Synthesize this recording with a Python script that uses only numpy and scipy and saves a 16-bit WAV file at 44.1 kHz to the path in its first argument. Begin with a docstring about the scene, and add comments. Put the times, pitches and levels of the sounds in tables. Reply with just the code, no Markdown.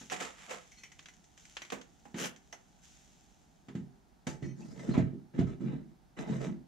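"""On a porch at night someone steps up to an electric smoker, shoes scuffing on gritty concrete.
Dry wood chips shift and tick in the metal loader tube they carry. At about 2 seconds a hand sweeps
spilled chips off the lid; then the smouldering tray flares into a soft sizzle that dies away.
From about 3.7 seconds the tube is pushed into its port and twisted: it scrapes, squeaks and knocks,
and the hollow steel cabinet booms."""
import sys
import numpy as np
from scipy import signal
from scipy.fft import rfft, irfft, next_fast_len
from scipy.io import wavfile
from scipy.ndimage import uniform_filter1d, map_coordinates

SR = 44100
rng = np.random.default_rng(int(sys.argv[2]) if len(sys.argv) > 2 else 0)


def int16_out(signal):
    """Quantize to a 16-bit WAV file."""
    q = np.round(np.clip(np.atleast_2d(signal).T, -1, 1) * 32767)
    wavfile.write(sys.argv[1], SR, q.astype(np.int16))


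N = 294147
HIT_TIME = np.arange(SR // 2) / SR  # seconds since a blow

# The loader tube's notes. Each row: pitch in Hz, level in dB, t60 (seconds to fade by 60 dB).
TUBE_NOTES = [(2027, -11.5, 0.16), (2000, 1, 0.067), (2250, -6, 0.14), (2500, -10, 0.1), (3070, -15, 0.16),
              (4300, -15, 0.18), (5800, -4.5, 0.11), (6270, -2.5, 0.089)]
# The notes of the sheet steel around the port. Each row: pitch in Hz, level in dB, t60 in seconds.
STEEL_NOTES = [(516, 3, 0.11), (640, -0.5, 0.083), (722, -19, 0.081), (853, -4, 0.34), (962, -2, 0.077),
               (1180, -11, 0.16), (1287, -2, 0.13), (1572, -3.5, 0.14), (1702, -2.5, 0.12),
               (1813, -8.5, 0.3), (2005, -2, 0.091), (2304, -8.5, 0.17), (2640, -12.5, 0.082),
               (2923, -9, 0.14), (4020, -28, .1)]


def amp(db):
    """Turn decibels into a gain."""
    return 10 ** (np.asarray(db) / 20)


def unit(x):
    """Scale a sound to an average (rms) level of 1."""
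    return x / np.sqrt(np.mean(x ** 2) + 1e-20)


def crest(x):
    """Scale a blow so that its loudest 4 ms have an rms level of 1."""
    power = uniform_filter1d(np.mean(np.atleast_2d(x) ** 2, axis=0), size=SR // 250)
    return x / np.sqrt(power.max() + 1e-20)


def along(points, hz):
    """Read between (Hz, value) points on a log frequency scale."""
    point_hz, values = np.transpose(points)
    return np.interp(np.log(hz + 1), np.log(point_hz + 1), values)


def wobble(rate):
    """A smooth curve through `rate` random values a second."""
    return map_coordinates(rng.standard_normal(int(N * rate / SR) + 4), [np.arange(N) * rate / SR])


def colour(x, spectrum):
    """Filter a sound by (Hz, dB) points, falling 24 dB an octave beyond their ends."""
    n = x.shape[-1]
    m = 2 * next_fast_len(n // 2 + 4096)
    hz = np.fft.rfftfreq(m, 1 / SR) + 1
    octaves_out = np.log2(hz / np.clip(hz, spectrum[0][0], spectrum[-1][0]))
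    gain = np.maximum(amp(along(spectrum, hz) - 24 * np.abs(octaves_out)), 1e-5)
    cepstrum = irfft(np.log(gain))
    cepstrum[1:m // 2] *= 2  # folded so the filter rings after a blow, never before
    cepstrum[m // 2 + 1:] = 0
    return irfft(rfft(x, m) * np.exp(rfft(cepstrum)), m)[..., :n]


def stereo(pair):
    """Blend two unrelated signals into left and right, most alike near 260 and 4500 Hz."""
    # Each row: frequency in Hz, how alike the ears are from 0 to 1.
    likeness = [(30, 0.02), (110, 0), (260, 0.74), (700, 0), (2000, 0.21), (4500, 0.79), (8000, 0),
                (13000, 0.09)]
    m = next_fast_len(pair.shape[-1])
    turn = np.arccos(np.clip(along(likeness, np.fft.rfftfreq(m, 1 / SR)), -1, 1)) / 2
    mid, side = irfft(rfft(pair, m) * [np.cos(turn), np.sin(turn)], m)[:, :pair.shape[-1]]
    return np.array([mid + side, mid - side])


def pan(db):
    """Gains that make the left ear `db` louder than the right."""
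    return amp([[db / 2], [-db / 2]])


def add(track, start, sound):
    """Mix a sound into the track at `start` seconds."""
    first = max(round(start * SR), 0)
    track[:, first:first + sound.shape[-1]] += sound[..., :N - first]


def strokes(rows, swell_share, t60):
    """A gain curve from (start, length, dB) rows: each swells, holds, then dies away."""
    t, power = np.arange(N) / SR, np.zeros(N)
    for start, length, db in rows:
        swell = np.sin(np.pi / 2 * np.clip((t - start) / (swell_share * length), 0, 1)) ** 2
        power += (swell * amp(db - 60 * np.clip((t - start - length) / t60, 0, 2))) ** 2
    return np.sqrt(power)


def grains(spectrum, rate, spread_db, smooth):
    """Tiny clicks of random size, `rate` a second, mixed with smooth rubbing noise."""
    sizes = (rng.random(N) < rate / SR) * amp(spread_db * np.clip(rng.standard_normal(N), -2, 2))
    force = unit(sizes * rng.standard_normal((2, N))) + smooth * rng.standard_normal((2, N))
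    return unit(colour(stereo(force), spectrum))


def burst(spectrum, t60, tail_db, tail_t60):
    """A crack of noise with a quick fade and a slower tail."""
    fade = amp(-60 * HIT_TIME / t60) + amp(tail_db - 60 * HIT_TIME / tail_t60)
    return crest(colour(stereo(rng.standard_normal((2, len(HIT_TIME)))) * fade, spectrum))


def ring(notes, scatter_db, attack_s, apart, bass_db=0, bass_hz=150, rattle=0):
    """A struck object's fading notes; `rattle` blurs their pitch, `apart` spreads them between the ears."""
    hz, db, t60 = np.transpose(notes)[:, :, None]
    size, detune, phase, side = rng.standard_normal((4, len(notes), 1))
    level = db + scatter_db * size + bass_db / (1 + (hz / bass_hz) ** 6) - 60 * HIT_TIME / t60
    blur = rattle * np.cumsum(rng.standard_normal(level.shape), axis=1)
    swing = 2 * np.pi * hz * (1 + 0.0045 * detune) * HIT_TIME + 0.31 * phase + blur
    ears = np.array([np.sum(amp(level) * np.sin(swing + ear * apart * side), axis=0) for ear in (1, -1)])
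    onset = 1 - np.exp(-HIT_TIME / attack_s)
    return crest(colour(ears * onset, [(75, 0.023), (15000, 0.0027)]))  # the deepest bass falls away below 75 Hz


def sing(ringing):
    """Rubbing is a stream of tiny random blows that keeps an object ringing."""
    return unit(signal.fftconvolve(rng.standard_normal((1, N)), ringing, axes=1)[:, :N])


def night_air():
    """Quiet, steady outdoor noise, mostly low."""
    # Each row: frequency in Hz, level in dB.
    air_tone = [(12, -28.5), (20, -10.5), (54, 4), (101, -5.5), (175, 1), (534, -17.5), (767, -8),
                (857, -11), (1100, -20), (1380, -18.5), (2470, -26.5), (6360, -28.5), (8400, -33.5),
                (12400, -36.5), (15500, -42)]
    return amp(-64.5) * unit(colour(stereo(rng.standard_normal((2, N))), air_tone))


def sizzle():
    """Chips shift in the tube and smoulder in the tray, which flares once and dies away."""
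    # The load shifting as it is carried. Each row: start in seconds, length in seconds, level in dB.
    shifts = [(0.0, 0.0055, -61), (0.2, 0.62, -74.5), (0.9, 0.25, -82), (1.35, 0.33, -72)]
    # The fine sizzle. Each row: frequency in Hz, level in dB.
    sizzle_tone = [(880, -26), (1500, -10), (1820, -10), (2030, -11.5), (3380, -7.5), (4480, -14),
                   (6370, -3.5), (7450, -6.5), (8370, -17), (12700, -26), (15500, -37)]
    flare_at_s, flare_db, rise_s, dying_db_per_s = 2.81, 12, 0.033, 22
    since_flare = np.maximum(np.arange(N) / SR - flare_at_s, 0)
    smoulder = amp(-80.5 + flare_db * np.minimum(since_flare / rise_s, 1) - dying_db_per_s * since_flare)
    shifting = strokes(shifts, swell_share=0.17, t60=0.53)
    return amp(8) * np.hypot(smoulder, shifting) * grains(sizzle_tone, rate=490, spread_db=6, smooth=1.7)


def knocks():
    """Blows on the smoker: the wall thuds, the hollow cabinet booms, hard contacts add a steel clank."""
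    # Each row: start in seconds, level in dB, depth in dB, hardness in dB.
    blows = [(0.011, -41, -29, -7.5), (2.1425, -27.5, -43, -14), (3.684, -36, -27, -12.5),
             (3.751, -24, -10.5, -23), (4.268, -30.5, -50, -3), (4.424, -27.5, -9, -22.5),
             (4.89, -22.5, -15, -25), (4.937, -30.5, -15, -10.5), (4.977, -12.5, -4, -27.5),
             (5.133, -31, -31, -41), (5.39, -15.5, -4.5, -26), (6.298, -23.5, -9, -26)]
    # The cabinet's panels and hollow. Each row: pitch in Hz, level in dB, undamped t60 in seconds.
    cabinet_notes = [(61.4, -16.5, 0.3), (104.2, -12.5, 0.36), (135.5, -1, 0.2), (178.7, 1, 0.23),
                     (196, -2, 0.31), (218.5, 0, 0.23), (257.2, -2, 0.23), (271, -14, 0.042),
                     (331.6, -8, 0.25), (391.6, -19, 1), (459.3, -21.5, 0.35)]
    # The low, middle and high parts of a blow. Each row: frequency in Hz, level in dB.
    thud_tone = [(70, -29), (115, -0.5), (165, 1), (270, 3), (380, -10), (650, -23)]
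    clank_tone = [(200, -29.5), (450, -8), (700, 2), (1300, -4), (2000, -1), (3000, -10.5), (5000, -17)]
    clink_tone = [(1500, -26.5), (2800, 5), (3800, 0), (5000, -9.5), (6800, 1), (8000, -8), (9500, -18.5),
                  (15000, -35)]
    out = np.zeros((2, N))
    thud = crest(colour(signal.unit_impulse(len(HIT_TIME)), thud_tone))
    damping = amp(-2 - 60 * HIT_TIME / 2.1)  # the hand on the tube damps the panels
    seating = 1 - np.exp(-HIT_TIME / 0.00093)  # the rim meets its stop bit by bit
    for start, db, depth_db, hard_db in blows:
        boom = ring(cabinet_notes, scatter_db=3, attack_s=0.0026, apart=0.18, bass_db=depth_db + 13.5)
        clank = burst(clank_tone, t60=0.14, tail_db=-10, tail_t60=0.23)
        sheet = ring(STEEL_NOTES, scatter_db=1, attack_s=0.0012, apart=0.31)
        clink = burst(clink_tone, t60=0.13, tail_db=-10, tail_t60=0.27)
        steel = seating * amp(hard_db) * (clank + amp(-3.5) * sheet + amp(-6.5) * clink)
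        add(out, start, amp(db - 6.5) * (amp(depth_db + 3.5) * thud + damping * boom + steel))
    return out


def chip_ticks():
    """Single chips snap against the tube; the loose load blurs its ring."""
    # The clearest chip and finger ticks. Each row: start in seconds, level in dB, tube ring in dB.
    ticks = [(0.0989, -30, -5.5), (0.5064, -34, -20), (0.7188, -54.5, 9.5), (0.835, -44.5, 8.5),
             (0.9178, -45.5, -1), (0.992, -35, -14), (1.0577, -36.5, -21), (1.0858, -39.5, -6),
             (1.3763, -43.5, -21), (1.453, -41, -15), (1.5685, -23, -39), (1.6191, -30, -4.5),
             (1.6496, -38, -20), (1.702, -28.5, -14), (1.8135, -38.5, -22), (2.2454, -22.5, -19),
             (2.278, -39, -19), (2.362, -43, -15.5), (2.5263, -36.5, 0), (2.8343, -56, -6)]
    # A tick's body and its bright edge. Each row: frequency in Hz, level in dB.
    snap_tone = [(250, -8.5), (600, -11.5), (1700, -2), (3200, -2), (4500, -10.5), (7000, -12.5),
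                 (12000, -41.5)]
    edge_tone = [(2500, -46), (4500, -4), (6300, 11.5), (7500, 6), (8500, -5), (15000, -25.5)]
    out = np.zeros((2, N))
    slots = np.linspace(0.7, 1.9, 15)  # seconds; one faint stray tick in each gap as the tube is lifted
    strays = [(rng.uniform(a, b), -54 + 1.5 * rng.standard_normal(), -10) for a, b in zip(slots, slots[1:])]
    for start, db, ring_db in strays + ticks:
        edge_db = -5.5 - 0.7 * (db + 42)  # heavier chips sound duller
        snap = burst(snap_tone, t60=0.026, tail_db=-5.5, tail_t60=0.092)
        edge = burst(edge_tone, t60=0.012, tail_db=3.5, tail_t60=0.11)
        tube = ring(TUBE_NOTES, scatter_db=4, attack_s=0.0003, apart=0.5, rattle=0.14)
        add(out, start, amp(db - 12) * (snap + amp(edge_db) * edge + amp(ring_db + 1.5) * tube))
    return out


def shoes():
    """Soles land with a hollow note and grind grit over the concrete."""
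    # Each row: start in seconds, length in seconds, grit level in dB, dB added for the sole.
    scuffs = [(0.1, 0.036, -38.5, -1), (0.188, 0.044, -40, -0.5), (0.339, 0.11, -53, -11),
              (0.469, 0.069, -46, 3.5)]
    # Footfalls and taps. Each row: start in seconds, level in dB, weight in dB, note in Hz, note in dB.
    steps = [(0.119, -32, -5, 746, 6), (0.207, -30, -9, 820, -21), (0.509, -30, -19, 509, -4.5),
             (1.721, -27, -5, 468.7, -3.5), (2.054, -45.5, -3.5, 821, 2.5), (2.528, -39.5, -20, 678, -11.5)]
    # Grinding grit, rubbing sole and landing tread. Each row: frequency in Hz, level in dB.
    grit_tone = [(530, -16.5), (900, -1.5), (967, -6), (1160, -2.5), (1430, -6), (1950, -1.5), (3300, -7.5),
                 (4550, -15.5), (7320, -7), (8750, -20), (12500, -28.5), (15500, -65)]
    sole_tone = [(76, -48), (130, -31), (174, -4), (354, -12), (506, -1), (552, -8), (715, -2),
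                 (827, -22.5), (1300, -3), (1690, -27), (2860, -120)]
    tread_tone = [(150, -32), (450, -5.5), (750, 0), (1200, -7), (2400, -8.5), (4500, -23.5), (7000, -14.5),
                  (9000, -28), (15000, -36)]
    starts, lengths, grit_db, sole_db = np.transpose(scuffs)
    grit = grains(grit_tone, rate=3000, spread_db=4, smooth=0.7) * amp(wobble(130))
    sole = grains(sole_tone, rate=750, spread_db=5.5, smooth=0.5)
    grit_gain = strokes(zip(starts, lengths, grit_db), swell_share=0.56, t60=0.34)
    sole_gain = strokes(zip(starts, lengths, grit_db + sole_db), swell_share=0.56, t60=0.31)
    out = amp(-1.5) * grit_gain * grit + amp(-6) * sole_gain * sole
    for start, db, weight_db, note_hz, note_db in steps:
        tread = burst(tread_tone, t60=0.12, tail_db=0.5, tail_t60=0.17)
        weight = burst([(140, -20.5), (200, -6), (350, -11.5), (600, -21.5)],
                       t60=0.053, tail_db=9, tail_t60=0.26)
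        note = ring([(note_hz, 0, 0.13)], scatter_db=0, attack_s=0.00083, apart=0.56, rattle=0.037)
        add(out, start, amp(db - 10) * (tread + amp(weight_db + 3) * weight + amp(note_db) * note))
    return out * pan(-2)


def rim_rubs():
    """A finger or the port lightly rubs the tube's rim and makes it sing."""
    # Each row: start in seconds, length in seconds, level in dB.
    rubs = [(0.765, 0.034, -61.5), (4.4, 0.11, -65.5)]
    singing = sing(ring(TUBE_NOTES, scatter_db=1, attack_s=0.0003, apart=0.4))
    bright = colour(singing, [(1500, -4), (2400, 0.5), (4200, 9), (5500, -1), (7000, 5)])
    return strokes(rubs, swell_share=0.38, t60=0.2) * bright


def lid_sweep():
    """Swept chips skid over the lid, which drums under them; they crackle finer as the hand speeds up."""
    # Rustling chips, their skid and the drumming lid. Each row: frequency in Hz, level in dB.
    rustle_tone = [(290, -9.5), (500, 3), (716, -5), (915, -3.5), (997, -7.5), (1410, -0.5), (2500, -7.5),
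                   (2980, -1.5), (4200, -13), (6850, -3.5), (8150, -15), (12500, -21), (15600, -33)]
    skid_tone = [(400, -10), (520, -9), (750, -15), (1000, -18), (1450, 5), (2200, 9), (3000, -1),
                 (4000, -10)]
    lid_tone = [(71, -44), (120, -20), (161, -8), (242, -8), (291, -17.5), (382, -13.5), (700, -40),
                (910, -57), (1540, -120)]
    crackle_tone = [(3000, -21), (6500, -6.5), (8500, 2), (15500, -5)]
    chips_gain = strokes([(2.1512, 0.11, -39)], swell_share=0.51, t60=0.12)
    lid_gain = strokes([(2.172, 0.0892, -43)], swell_share=0.51, t60=0.22)
    speed = np.interp(np.arange(N) / SR, [2.18, 2.3], [0, 1])
    rustle = grains(rustle_tone, rate=3000, spread_db=4, smooth=0.6)
    skid = amp(-8.5) * (1 - speed) * grains(skid_tone, rate=1400, spread_db=4, smooth=0.73)
    crackle = amp(-9.5) * speed * grains(crackle_tone, rate=4200, spread_db=3.5, smooth=0.33)
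    drum = lid_gain * grains(lid_tone, rate=570, spread_db=4.5, smooth=0.52)
    return chips_gain * (rustle + skid + crackle) * pan(0.41) + drum


def wander(x, depth_db=3, width_hz=130, lasting_s=0.038):
    """Narrow bands of a rubbing sound rise and sink as the point of contact moves."""
    hz, t, spectra = signal.stft(x, SR, nperseg=512)
    over_pitch = np.exp(-(np.fft.fftfreq(len(hz), hz[1]) * width_hz * 2) ** 2)[:, None]
    over_time = np.exp(-(np.fft.fftfreq(len(t), t[1]) * lasting_s * 2) ** 2)
    patches = np.fft.ifft2(np.fft.fft2(rng.standard_normal(spectra.shape[1:])) * over_pitch * over_time)
    return unit(signal.istft(spectra * amp(depth_db * unit(patches.real)), SR, nperseg=512)[1][:, :N])


def tube_scrapes():
    """The tube sticks and slips in its port: the cabinet rumbles, the rim rasps and hisses, steel sings."""
    # Each row: start and length in seconds, rasp level in dB, dB added for rumble, dB added for hiss.
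    pushes = [(3.76, 0.041, -72.5, 29.5, -3), (4.266, 0.016, -46, 10, 0.5), (4.411, 0.059, -59, 23, -4.5),
              (4.531, 0.19, -61, 15, -1), (4.723, 0.18, -52, 9, -7.5), (4.87, 0.063, -53, 22.5, -8),
              (4.927, 0.064, -42.5, 13, -19.5), (4.998, 0.19, -76, 30, -15),
              (5.328, 0.055, -54.5, 13.5, -15), (5.373, 0.036, -45.5, 15, -17),
              (5.459, 0.045, -51.5, 12.5, -14), (5.59, 0.075, -54, 21, -14.5),
              (5.657, 0.082, -51.5, 16.5, -22), (5.83, 0.085, -80.5, 24, -8), (6.164, 0.026, -46, 1.5, -19),
              (6.182, 0.03, -44, 6.5, -11.5), (6.243, 0.13, -46.5, 11.5, -11.5),
              (6.388, 0.067, -44.5, 4.5, -10.5), (6.449, 0.058, -60, 25, -23)]
    # The low, middle and high parts of a scrape. Each row: frequency in Hz, level in dB.
    rumble_tone = [(24, -8.5), (40, -4), (81, -17.5), (102, -28), (134, 2), (214, 2.5), (262, -1.5),
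                   (301, -6.5), (337, -3), (418, -20), (457, -25.5), (489, -29), (530, -22), (600, -25),
                   (780, -42), (1320, -120)]
    rasp_tone = [(260, -23), (450, 10), (493, -2.5), (644, 2), (867, -11), (990, -7), (1200, -11),
                 (1320, -10.5), (1970, -11.5), (3080, -20.5), (4030, -16.5), (4410, -51.5), (5200, -64),
                 (6760, -81), (11400, -120)]
    hiss_tone = [(2820, -18), (4800, -3), (6300, 1.5), (7620, -1.5), (8070, -4.5), (8270, -10.5),
                 (12300, -20), (15000, -31.5)]
    starts, lengths, rasp_db, rumble_db, hiss_db = np.transpose(pushes)
    rumble_gain = strokes(zip(starts, lengths, rasp_db + rumble_db), swell_share=0.42, t60=0.38)
    rasp_gain = strokes(zip(starts, lengths, rasp_db), swell_share=0.42, t60=0.26)
    hiss_gain = strokes(zip(starts, lengths, rasp_db + hiss_db), swell_share=0.42, t60=0.26)
    catches = amp(1.2 * wobble(80))
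    rumble = amp(-2.5) * rumble_gain * grains(rumble_tone, rate=450, spread_db=3, smooth=0.66)
    rubbing = grains(rasp_tone, rate=800, spread_db=4, smooth=0.6)
    damping = amp(-60 * HIT_TIME / 0.11)  # the pressed rim damps the sheet
    singing = sing(damping * ring(STEEL_NOTES, scatter_db=0, attack_s=0.0002, apart=0.57))
    rasp = amp(-0.5) * rasp_gain * wander(rubbing + singing / 2)
    hiss = amp(-4) * hiss_gain * wander(grains(hiss_tone, rate=4900, spread_db=5, smooth=1))
    return rumble + catches * (rasp + hiss)


def squeaks():
    """For a moment the tube's slips almost fall into step and give a hoarse, gliding tone."""
    # Each row: start and length in seconds, pitch in Hz, glide as a share of the pitch, level in dB.
    squeals = [(4.421, 0.046, 1890, -0.11, -56), (4.613, 0.03, 2600, 0.19, -63.5),
               (4.898, 0.057, 4100, 0.029, -57.5), (4.935, 0.035, 995, -0.08, -44),
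               (4.938, 0.043, 2236, -0.058, -53), (4.977, 0.04, 677, -0.17, -41),
               (5.402, 0.033, 664, -0.095, -42)]
    out = np.zeros((2, N))
    for start, length, hz, glide, db in squeals:
        progress = np.minimum(HIT_TIME / length, 1)
        jitter = np.sqrt(hz / SR) * np.cumsum(rng.standard_normal(len(progress))) / 2  # uneven cycles
        swing = 2 * np.pi * np.cumsum(hz * (1 + glide * (progress - 0.5))) / SR + jitter
        tone = colour(np.sin(np.pi * progress) * np.sin(swing), [(hz / 2, -6), (hz, 0), (1.5 * hz, -4)])
        add(out, start, amp(db + 3) * tone)
    return out


def porch_echo(x):
    """The house wall and roof throw the sound back; the treble dies first."""
    # Each row: frequency in Hz, t60 in seconds.
    echo_times = [(100, 0.45), (400, 0.31), (2000, 0.31), (7000, 0.16), (14000, 0.18)]
    hz, t, spectra = signal.stft(stereo(rng.standard_normal((2, len(HIT_TIME)))), SR, nperseg=256)
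    tail = signal.istft(spectra * amp(-60 * t / along(echo_times, hz)[:, None]), SR, nperseg=256)[1]
    delayed = np.pad(tail / np.linalg.norm(tail[0]), ((0, 0), (SR // 150, 0)))
    return signal.fftconvolve(x, delayed, axes=1)[:, :N]


def place(x):
    """Tip each frequency towards the side it comes from, mostly the right."""
    # Each row: frequency in Hz, left minus right in dB.
    balance = [(60, -4.5), (130, 0.3), (380, -3.5), (700, -4.5), (1300, 0), (4400, -1.2), (8000, 2),
               (15000, -0.5)]
    m = next_fast_len(N + SR // 2)
    lean = along(balance, np.fft.rfftfreq(m, 1 / SR)) / 2
    return irfft(rfft(x, m) * amp([lean, -lean]), m)[:, :N]


def scene():
    """Mix the steps and handling with their echo, the night air and the sizzle."""
    near = shoes() + chip_ticks() + lid_sweep() + tube_scrapes() + rim_rubs() + squeaks() + knocks()
    near = colour(near, [(40, -14), (62, 0), (15500, 0)])  # trim the deepest bass
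    return place(near + amp(-11) * porch_echo(near) + night_air() + sizzle())


def record(dry):
    """Cut off the very highest treble."""
    top_hz = 15700
    m = next_fast_len(N + SR // 2)
    return irfft(rfft(dry, m) * (np.fft.rfftfreq(m, 1 / SR) < top_hz), m)[:, :N]


dry = scene()
out = record(dry)
int16_out(out)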